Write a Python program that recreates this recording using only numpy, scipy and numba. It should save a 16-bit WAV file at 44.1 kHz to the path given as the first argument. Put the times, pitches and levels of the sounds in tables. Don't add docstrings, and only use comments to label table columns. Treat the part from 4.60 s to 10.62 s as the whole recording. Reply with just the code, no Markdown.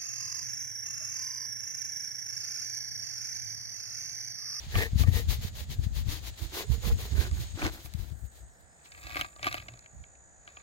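import sys
import numpy as np
from scipy import signal
from scipy.fft import rfft, irfft, next_fast_len
from scipy.io import wavfile
from scipy.ndimage import uniform_filter1d
from numba import njit

SR = 44100
rng = np.random.default_rng(int(sys.argv[2]) if len(sys.argv) > 2 else 0)


def wrap_up_sound(samples):
    columns = np.atleast_2d(samples).T
    tamed = np.clip(columns, -1, 1)
    steps = np.round(tamed * 32767).astype(np.int16)
    wavfile.write(sys.argv[1], SR, steps)


N = 265482
T = np.arange(N) / SR


def undb(db):
    return 10 ** (np.asarray(db) / 20)


def unit(x):
    return x / np.sqrt(np.mean(x ** 2))


def curve(rows):
    s, *columns = np.transpose(rows)
    return [np.interp(T, s, c, left=-120, right=-120) for c in columns]


def colour(x, points):
    size = next_fast_len(N)
    hz, db = np.transpose(points)
    bin_hz = np.arange(size // 2 + 1) * SR / size
    gain = undb(np.interp(np.log(bin_hz + 1), np.log(hz), db))
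    return irfft(rfft(x, size) * gain, size)[..., :N]


def ring(x, modes):
    total = 0
    for k, (hz, width, db) in enumerate(modes):
        tone = signal.lfilter(*signal.iirpeak(hz, hz / width, SR), x)
        total = total + (-1) ** k * undb(db) * tone
    return total


def band(x, lo_hz, hi_hz):
    return signal.sosfilt(signal.butter(2, [lo_hz, hi_hz], "band", fs=SR, output="sos"), x)


@njit
def svf(x, hz, width):
    y, b, l = np.empty(len(x)), 0., 0.
    for i in range(len(x)):
        g, k = np.tan(np.pi * hz[i] / SR), width / hz[i]
        v = (b + g * (x[i] - l)) / (1 + g * (g + k))
        b, l, y[i] = 2 * v - b, l + 2 * g * v, k * v
    return y


def walk(rate):
    k = int(SR / rate)
    steps = np.repeat(rng.standard_normal(N // k + 1), k)
    return 1.296 * uniform_filter1d(uniform_filter1d(steps, k), k)[:N]


def grains(rate, spread_db):
    chance = rng.random((3, N))
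    hit, sign = chance[0] < rate / SR, np.sign(chance[1] - .5)
    size = undb(-spread_db * np.log(1.003 - chance[2]))
    return unit(hit * sign * size)


def ports(source, alike, lead):
    shared, alike = source(), np.clip(alike, 0, 1)
    pair = np.array([shared, np.roll(shared, int(round(lead)))])
    return np.sqrt(alike) * pair + np.sqrt(1 - alike) * np.array([source(), source()])


def split(pan_db):
    return 2 / np.sqrt(1 + undb(np.array([-pan_db, pan_db])) ** 2)


# [start t/s, length/s, hiss level/dB, scrape over hiss/dB, hollow ring over hiss/dB]
SHAKE_STROKES = [(0.152, 0.1, -43, 2, 6.5), (0.381, 0.056, -46.5, 3.5, -5), (0.464, 0.031, -65.5, 7, 12.5),
                 (0.528, 0.084, -45.5, 1, 0.5), (0.693, 0.063, -47.5, 3.5, -4.5),
                 (0.826, 0.06, -52.5, 4.5, -5), (0.963, 0.064, -50.5, 3.5, -12),
                 (1.099, 0.06, -58.5, 6.5, -8), (1.223, 0.047, -63.5, 9, -4), (1.353, 0.059, -51, 5.5, -14),
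                 (1.487, 0.089, -51, 5.5, 1), (1.632, 0.061, -52.5, 4.5, -4), (1.78, 0.08, -53, 0.5, -1),
                 (1.938, 0.089, -49, 3, 10.5), (2.102, 0.065, -52.5, 2.5, 0.5), (2.235, 0.087, -51, 2, 6.5),
                 (2.392, 0.083, -50, 2, 2.5), (2.506, 0.035, -69, 15, 12), (2.571, 0.097, -49.5, 5.5, 6.5),
                 (2.759, 0.088, -56.5, 0, 3), (2.976, 0.068, -58, 9, 17), (3.035, 0.052, -53.5, 7, 18),
                 (3.124, 0.075, -55.5, -2.5, 3), (3.229, 0.052, -55.5, -12, -7),
                 (3.342, 0.15, -62.5, 1.5, -1.5), (3.56, 0.12, -69.5, -13, -6),
                 (3.722, 0.11, -69.5, -0.5, -1.5), (3.907, 0.12, -75, -3, -6), (4.246, 0.031, -78, 14, -6)]
# [t/s, level/dB]
LOW_RUSTLE = [(0, -50), (0.2, -54), (0.33, -58.5), (0.66, -58), (1.3, -65.5), (1.9, -54.5), (2.6, -60.5),
              (2.9, -54.5), (3.3, -60.5), (3.5, -77), (4.15, -82), (4.3, -73)]
# [t/s, hiss left minus right/dB]
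TUBE_SWING = [(0, 9), (1.2, 15), (1.8, 6), (2.9, 4), (3.2, -1), (6.02, 2)]
# [t/s, resonance f/Hz, overtone level/dB]
AIR_SPACE = [(0, 437, 1.5), (.6, 473, -6), (1.5, 309, -20), (1.9, 330, -25), (2, 401, -18),
             (2.27, 488, -27), (2.6, 383, -9.5), (3, 329, -22), (6.02, 350, -18)]
# [f/Hz, level/dB]
SCRAPE_COLOUR = [(900, -8), (1400, -12), (1900, -5), (2750, -3.5), (3900, -0.5), (4700, -4), (5600, -8),
                 (6600, -5.5), (7700, -15.5), (9000, -18.5)]
# [f/Hz, level/dB]
HISS_COLOUR = [(6000, -12.5), (8000, -11), (10000, -7.5), (12500, -3), (15800, -3.5)]


def shakes():
    hiss, scrape, hollow = np.zeros(N), undb(curve(LOW_RUSTLE)[0]), np.zeros(N)
    for s, length, db, scrape_db, ring_db in SHAKE_STROKES:
        at = slice(max(int((s - length) * SR), 0), int((s + 2 * length) * SR))
        from_middle = np.abs((T[at] - s) / length * 2 - 1)
        stroke = undb(db + 3.5 - 6.35 * from_middle ** 2.58)
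        hiss[at] += stroke
        scrape[at] += undb(scrape_db) * stroke
        hollow[at] += undb(ring_db) * stroke
    catch = walk(60)
    hiss_noise = unit(colour(ports(lambda: grains(12000, 3.1), 0.14, 24), HISS_COLOUR))
    out = undb(2.5 * catch) * hiss * split(curve(TUBE_SWING)[0]) * hiss_noise
    scrape_noise = unit(colour(ports(lambda: grains(6000, 1.84), 0.083, 20), SCRAPE_COLOUR))
    out += undb(1.0 + 2.48 * catch) * scrape * scrape_noise
    out[1] -= 0.59 * ring(out[1], [(2650, 1160, 0)])
    rub = undb(2.0 * walk(39.93)) * hollow * ports(lambda: grains(1500, 4.06), 0.86, 8.27)
    hz, over_db = curve(AIR_SPACE)
    boom = np.array([svf(x, hz, 28.8) + undb(over_db) * svf(x, 3.98 * hz, 185.0) for x in rub])
    return out + undb(21.5) * boom + undb(5) * band(rub, 194, 1690)


# [t/s, level/dB, left minus right/dB]
GUSTING_WIND = [(0, -50.5, -3), (.3, -37.5, 15), (.6, -37.5, 10), (.8, -37.5, -0.5), (1.05, -45, -2),
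                (1.25, -36.5, 8), (1.5, -35, 9), (1.75, -52.5, 3), (2.05, -51, 2), (2.4, -42, 2),
                (2.8, -41, 4), (3.2, -53, 9), (3.6, -53.5, 21), (4, -65, -8), (4.28, -68.5, -6),
                (4.6, -47, 9), (4.7, -65.5, 2), (4.9, -49.5, 0), (5.2, -67, 6), (6.02, -65.5, 2)]
# [t/s, slap level/dB, left minus right/dB, rumbling wake level/dB]
EDDY_SLAPS = [(0.061, -44, -11, -35.5), (0.152, -33, 6, -23), (0.325, -31, -4, -33), (0.35, -21, 29, -30),
              (0.398, -25.5, 17, -17), (0.476, -17.5, 22, -19), (0.55, -40, 21, -21), (0.63, -46, 10, -30),
              (0.679, -30, 23, -26.5), (0.781, -36, -18, -33.5), (0.841, -30, -18, -38),
              (0.991, -48, -4, -35), (1.087, -38, 21, -33), (1.186, -32.5, 18, -27.5),
              (1.259, -26, 16, -31.5), (1.36, -39, 22, -32), (1.461, -39, 22, -31),
              (1.821, -45, -20, -33.5), (2.094, -23.5, -28, -24.5), (2.17, -39, -10, -36),
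              (2.26, -31.5, -18, -24), (2.32, -46, 10, -26.5), (2.431, -43, -2, -36),
              (2.523, -35, -30, -23), (2.578, -38, -33, -20), (2.713, -53, -9, -27.5),
              (2.791, -47, -4, -29), (2.941, -47, 19, -35.5), (3.032, -42, -2, -29), (3.242, -48, 17, -46),
              (3.341, -29, 36, -38), (3.389, -54, 32, -30), (3.514, -40, 32, -32.5), (3.628, -54, 19, -41),
              (3.822, -58, -2, -45.5), (4.441, -55, -6, -49), (5.34, -69, -2, -44), (5.396, -50, -15, -44)]
# [f/Hz, level/dB]
WIND_COLOUR = [(12, -56), (25, -15), (43, -4.5), (62, 4.5), (100, -3.5), (160, -17), (250, -25.5),
               (500, -44), (1000, -59)]
WAKE_RISE_S, WAKE_FALL_S = .012, 0.036


def wind():
    db, pan_db = curve(GUSTING_WIND)
    lumps = np.array([undb(1.88 * walk(24.94)) * colour(rng.standard_normal(N), WIND_COLOUR)
                      for _ in range(2)])
    slap, power = np.zeros((2, N)), (undb(db) * split(pan_db)) ** 2
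    u = np.arange(-400, 400) / SR / .0022
    for s, peak_db, side_db, wake_db in EDDY_SLAPS:
        at = int((s + 0.00854) * SR)
        slap[:, at - 400:at + 400] -= np.outer(undb(peak_db) * split(side_db), np.exp(-u ** 2))
        near = slice(max(at - 6000, 0), at + 12000)
        late = T[near] - at / SR
        wake = np.exp(-np.abs(late) / np.where(late < 0, WAKE_RISE_S, WAKE_FALL_S))
        power[:, near] += np.outer(undb(wake_db) * split(side_db), wake) ** 2
    return np.sqrt(power) * unit(lumps) + undb(8) * band(slap, 61, 570)


# [t/s, click rate f/Hz]
CICADA_RATE = [(0, 378.5), (1.25, 395.2), (1.75, 399), (1.95, 399), (2.35, 376.5), (2.5, 371),
               (2.85, 364.8), (3.4, 364.5), (4.1, 365.8), (5, 373.1), (6.02, 383.5)]
# [t/s, level/dB]
CICADA_LEVEL = [(0, -62.5), (0.4, -61.5), (2, -59), (3, -54), (3.4, -65), (3.8, -59.5), (4, -65.5),
                (4.4, -58), (4.7, -61), (6.02, -62.5)]
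# [f/Hz, level/dB]
CICADA_COLOUR = [(5500, -26), (6100, -16), (6500, -7), (6950, -3), (7300, -5), (7650, -5), (7950, -5.5),
                 (8400, -19.5), (8900, -36), (10000, -50)]
BLUR = .42


def cicada():
    beat = 2 * np.pi * np.cumsum(57 + 1.2 * walk(3)) / SR
    phase = np.cumsum(curve(CICADA_RATE)[0] * (1 + .0006 * walk(30))) / SR + .0055 * np.sin(beat + 1)
    clicks = np.zeros(N)
    for k in range(15, 26):
        flicker = undb(4 * walk(2) + 1.5 * walk(50))
        clicks += flicker * np.cos(2 * np.pi * k * (phase + k * .07))
    near = unit(colour(clicks * (1 + .4 * np.cos(beat)), CICADA_COLOUR))
    far = unit(colour(rng.standard_normal((2, N)), CICADA_COLOUR))
    level = undb(curve(CICADA_LEVEL)[0] + np.array([[-1.1], [1.1]]))
    return level * (np.array([near, np.roll(near, shift=20)]) + BLUR * far)


# [f/Hz, level/dB]
FIELD_COLOUR = [(60, -6), (130, 2.5), (300, -6.5), (700, 0.5), (1100, -10), (1800, -2.5), (2600, -23),
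                (5000, -22), (9000, -21.5), (15800, -50)]
FIELD_DB = -62.5


def field():
    murmur = colour(ports(lambda: rng.standard_normal(N), 0.47, -10.5), FIELD_COLOUR)
    return undb(FIELD_DB + 0.13 * walk(2.4)) * unit(murmur)


# [t/s, level/dB, crack f/Hz, hollow ring over level/dB, treble over level/dB, crumbling decay/ms]
STONE_SNAPS = [(0.1541, -17, 1870, -3.5, -23, 3.6), (0.435, -24.5, 1820, -5, -9, 1.5),
               (2.713, -34.5, 4450, -6, -16, 1), (3.019, -21, 1530, -2, -16.5, 2.3),
               (3.0505, -20.5, 1930, -3.5, -25, 2.2), (3.0648, -20.5, 3770, -11, -23, 2.3),
               (3.2585, -38, 4060, -6, -4, 1.8), (3.338, -37, 4500, -26, 3, 1.2),
               (3.5, -49, 5060, -15, -14, 1), (4.2577, -41.5, 2230, -22, -23, 1.3),
               (4.3193, -34.5, 3450, -31, -21, 3.6), (4.3481, -36.5, 2270, -15, -20, 1.5),
               (4.437, -36, 3370, -17, -19, 1.2), (4.4718, -34, 3420, -29, -24, 1.4),
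               (4.5114, -33, 2150, -20, -19, 1.8), (4.5467, -28, 1560, -11, -17, 1.3),
               (4.5571, -22.5, 2420, -5.5, -11, 1.7), (4.568, -18.5, 2420, -8.5, -18, 2.4),
               (4.5933, -26, 2240, -6, -20, 1.5), (4.6116, -12.5, 2620, -13.5, -8.5, 0.87),
               (4.6188, -25, 2420, -23, -21, 1.7), (4.6457, -28.5, 2270, 0, -33, 1.3),
               (4.762, -40, 3830, -4, -26, 2.7), (4.7937, -39.5, 1980, 2, -22, 1.5),
               (4.829, -22, 3300, -10, -26, 4.4), (4.8441, -21.5, 2220, -17, -8, 1.4),
               (4.8577, -27, 2260, -0.5, -20, 4.9), (4.8682, -17.5, 2280, -0.5, -9, 1.9),
               (4.882, -22, 1610, -5.5, -19, 1.9), (4.9267, -21, 3200, -17, -12, 1.9),
               (4.943, -19, 2380, -4, -9, 1.8), (4.98, -24, 2250, -15, -31, 2.8),
               (5.001, -33, 2230, -17, -26, 1.8), (5.061, -48, 900, 0, -32, 1.5),
               (5.084, -29, 2800, -9.5, -31, 4.3), (5.137, -39.5, 3300, -6, -28, 2.9),
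               (5.192, -40, 4200, -30, -16, 1.1), (5.2435, -46, 2580, -18, -28, 1.3),
               (5.2606, -39.5, 2300, -15, -32, 1.8), (5.4396, -40.5, 2170, -15, -36, 2.1),
               (5.553, -50, 2500, -21.5, -30, 1.4), (5.8769, -30.5, 2300, -11, -35, 0.95),
               (5.97, -34, 1960, -2, -32, 1.3)]
# [f/Hz, width/Hz, level/dB]
WALL_MODES = [(1636, 61, 5.5), (1934, 50, 5), (2254, 117, 6), (2527, 38, 8), (2665, 17, 2.5),
              (3340, 245, -1), (3670, 560, -16), (4870, 33, -25), (6150, 170, -14)]
# [f/Hz, width/Hz, level/dB]
HOLLOW_MODES = [(308, 48, -11), (597, 74, -11.5), (726, 69, -6), (1180, 37, -0.5)]
BREAK = 4
SNAP_WALL_DB = 5


def snaps():
    out, knock, low, high = (np.zeros((2, N + 2000)) for _ in range(4))
    fade = np.arange(1000) / SR
    at = np.array([[0], [1]]), np.array([[0], [13]]) + np.arange(len(fade))
    burst = rng.standard_normal((len(STONE_SNAPS), 3, len(fade)))
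    for (s, db, hz, ring_db, treble_db, ms), (both, *own) in zip(STONE_SNAPS, burst):
        crack = (both + .5 * np.array(own)) * np.exp(-fade * 1000 / max(ms, .2))
        crack[:, :2] += BREAK * np.array([1, .3])
        crack *= undb(db) / np.sqrt((crack ** 2).sum(-1, keepdims=True) / 30)
        here = at[0], at[1] + int(s * SR)
        out[here] += undb(2.5) * band(crack, hz / 1.63, hz * 1.644)
        knock[here] += crack
        low[here] += undb(ring_db) * crack
        high[here] += undb(treble_db) * crack * np.exp(-fade / 0.00077)
    out = out[:, :N] + undb(SNAP_WALL_DB) * ring(knock[:, :N], WALL_MODES)
    out += undb(23.5) * ring(low[:, :N], HOLLOW_MODES)
    return out + undb(.1) * band(high[:, :N], 3700, 14200)


# [t/s, length/s, start f/Hz, f at 60 % of the length/Hz, end f/Hz, level/dB]
BIRD_PEEPS = [(3.89, .1, 6300, 5350, 5550, -76), (4.07, .11, 5250, 5100, 5200, -76)]


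def bird():
    out = np.zeros(N)
    for s, length, start_hz, low_hz, end_hz, db in BIRD_PEEPS:
        u = np.clip((T - s) / length, 0, 1)
        hz = np.polyval(np.polyfit([0, .6, 1], [start_hz, low_hz, end_hz], deg=2), u)
        swell = np.sqrt(np.sin(np.pi * u) + 1e-12)
        out += undb(db) * swell * np.sin(2 * np.pi * np.cumsum(hz) / SR)
    return out * undb(3.7 * walk(150))


# [peak t/s, level/dB, treble over level/dB, rise/(dB/s), fall/(dB/s)]
GRIT_CRUNCH = [(4.45, -59.5, -9.5, 67, 44), (4.601, -40, -16, 153, 333), (4.86, -41.5, -16, 500, 255),
               (4.95, -51.5, -12, 194, 157), (5.1, -73, -19, 95, 20), (5.89, -65.5, -21, 297, 36)]
GRIT_HOLLOW_DB = -4.5


def grit():
    body, treble = np.zeros(N), np.zeros(N)
    for s, db, treble_db, rise, fall in GRIT_CRUNCH:
        swell = undb(db - np.where(T < s, rise * (s - T), fall * (T - s)))
        body += swell
        treble += undb(treble_db) * swell
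    contacts = ports(lambda: grains(900, 4.87), 0.6, 11.6)
    wall = unit(ring(contacts, WALL_MODES) + undb(-6.5) * band(contacts, 2450, 5000))
    hollow = unit(ring(contacts, HOLLOW_MODES))
    out = undb(4.5) * body * (wall + undb(GRIT_HOLLOW_DB) * hollow)
    hiss = unit(colour(ports(lambda: grains(2800, 1.7), 0.15, 10), HISS_COLOUR))
    return out + undb(8.0) * treble * hiss


PIPE_HZ, PIPE_DB = 113.5, -53.5
PIPE_S, PIPE_ATTACK_S, PIPE_HOLD_S, PIPE_RELEASE_S = 4.8, 0.036, 0.32, .05


def air_column():
    corners = np.cumsum([PIPE_S, PIPE_ATTACK_S, PIPE_HOLD_S, PIPE_RELEASE_S])
    blown = np.interp(T, corners, [0, 1, 1, 0])
    return undb(PIPE_DB) * blown * unit(ring(rng.standard_normal(N), [(PIPE_HZ, 6, 0)]))


def scene():
    return shakes() + wind() + cicada() + field() + snaps() + bird() + grit() + air_column()


TOP_HZ = 15800


def record(dry):
    return signal.sosfilt(signal.ellip(10, .2, 60, TOP_HZ, fs=SR, output="sos"), dry)


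dry = scene()
out = record(dry)
wrap_up_sound(out)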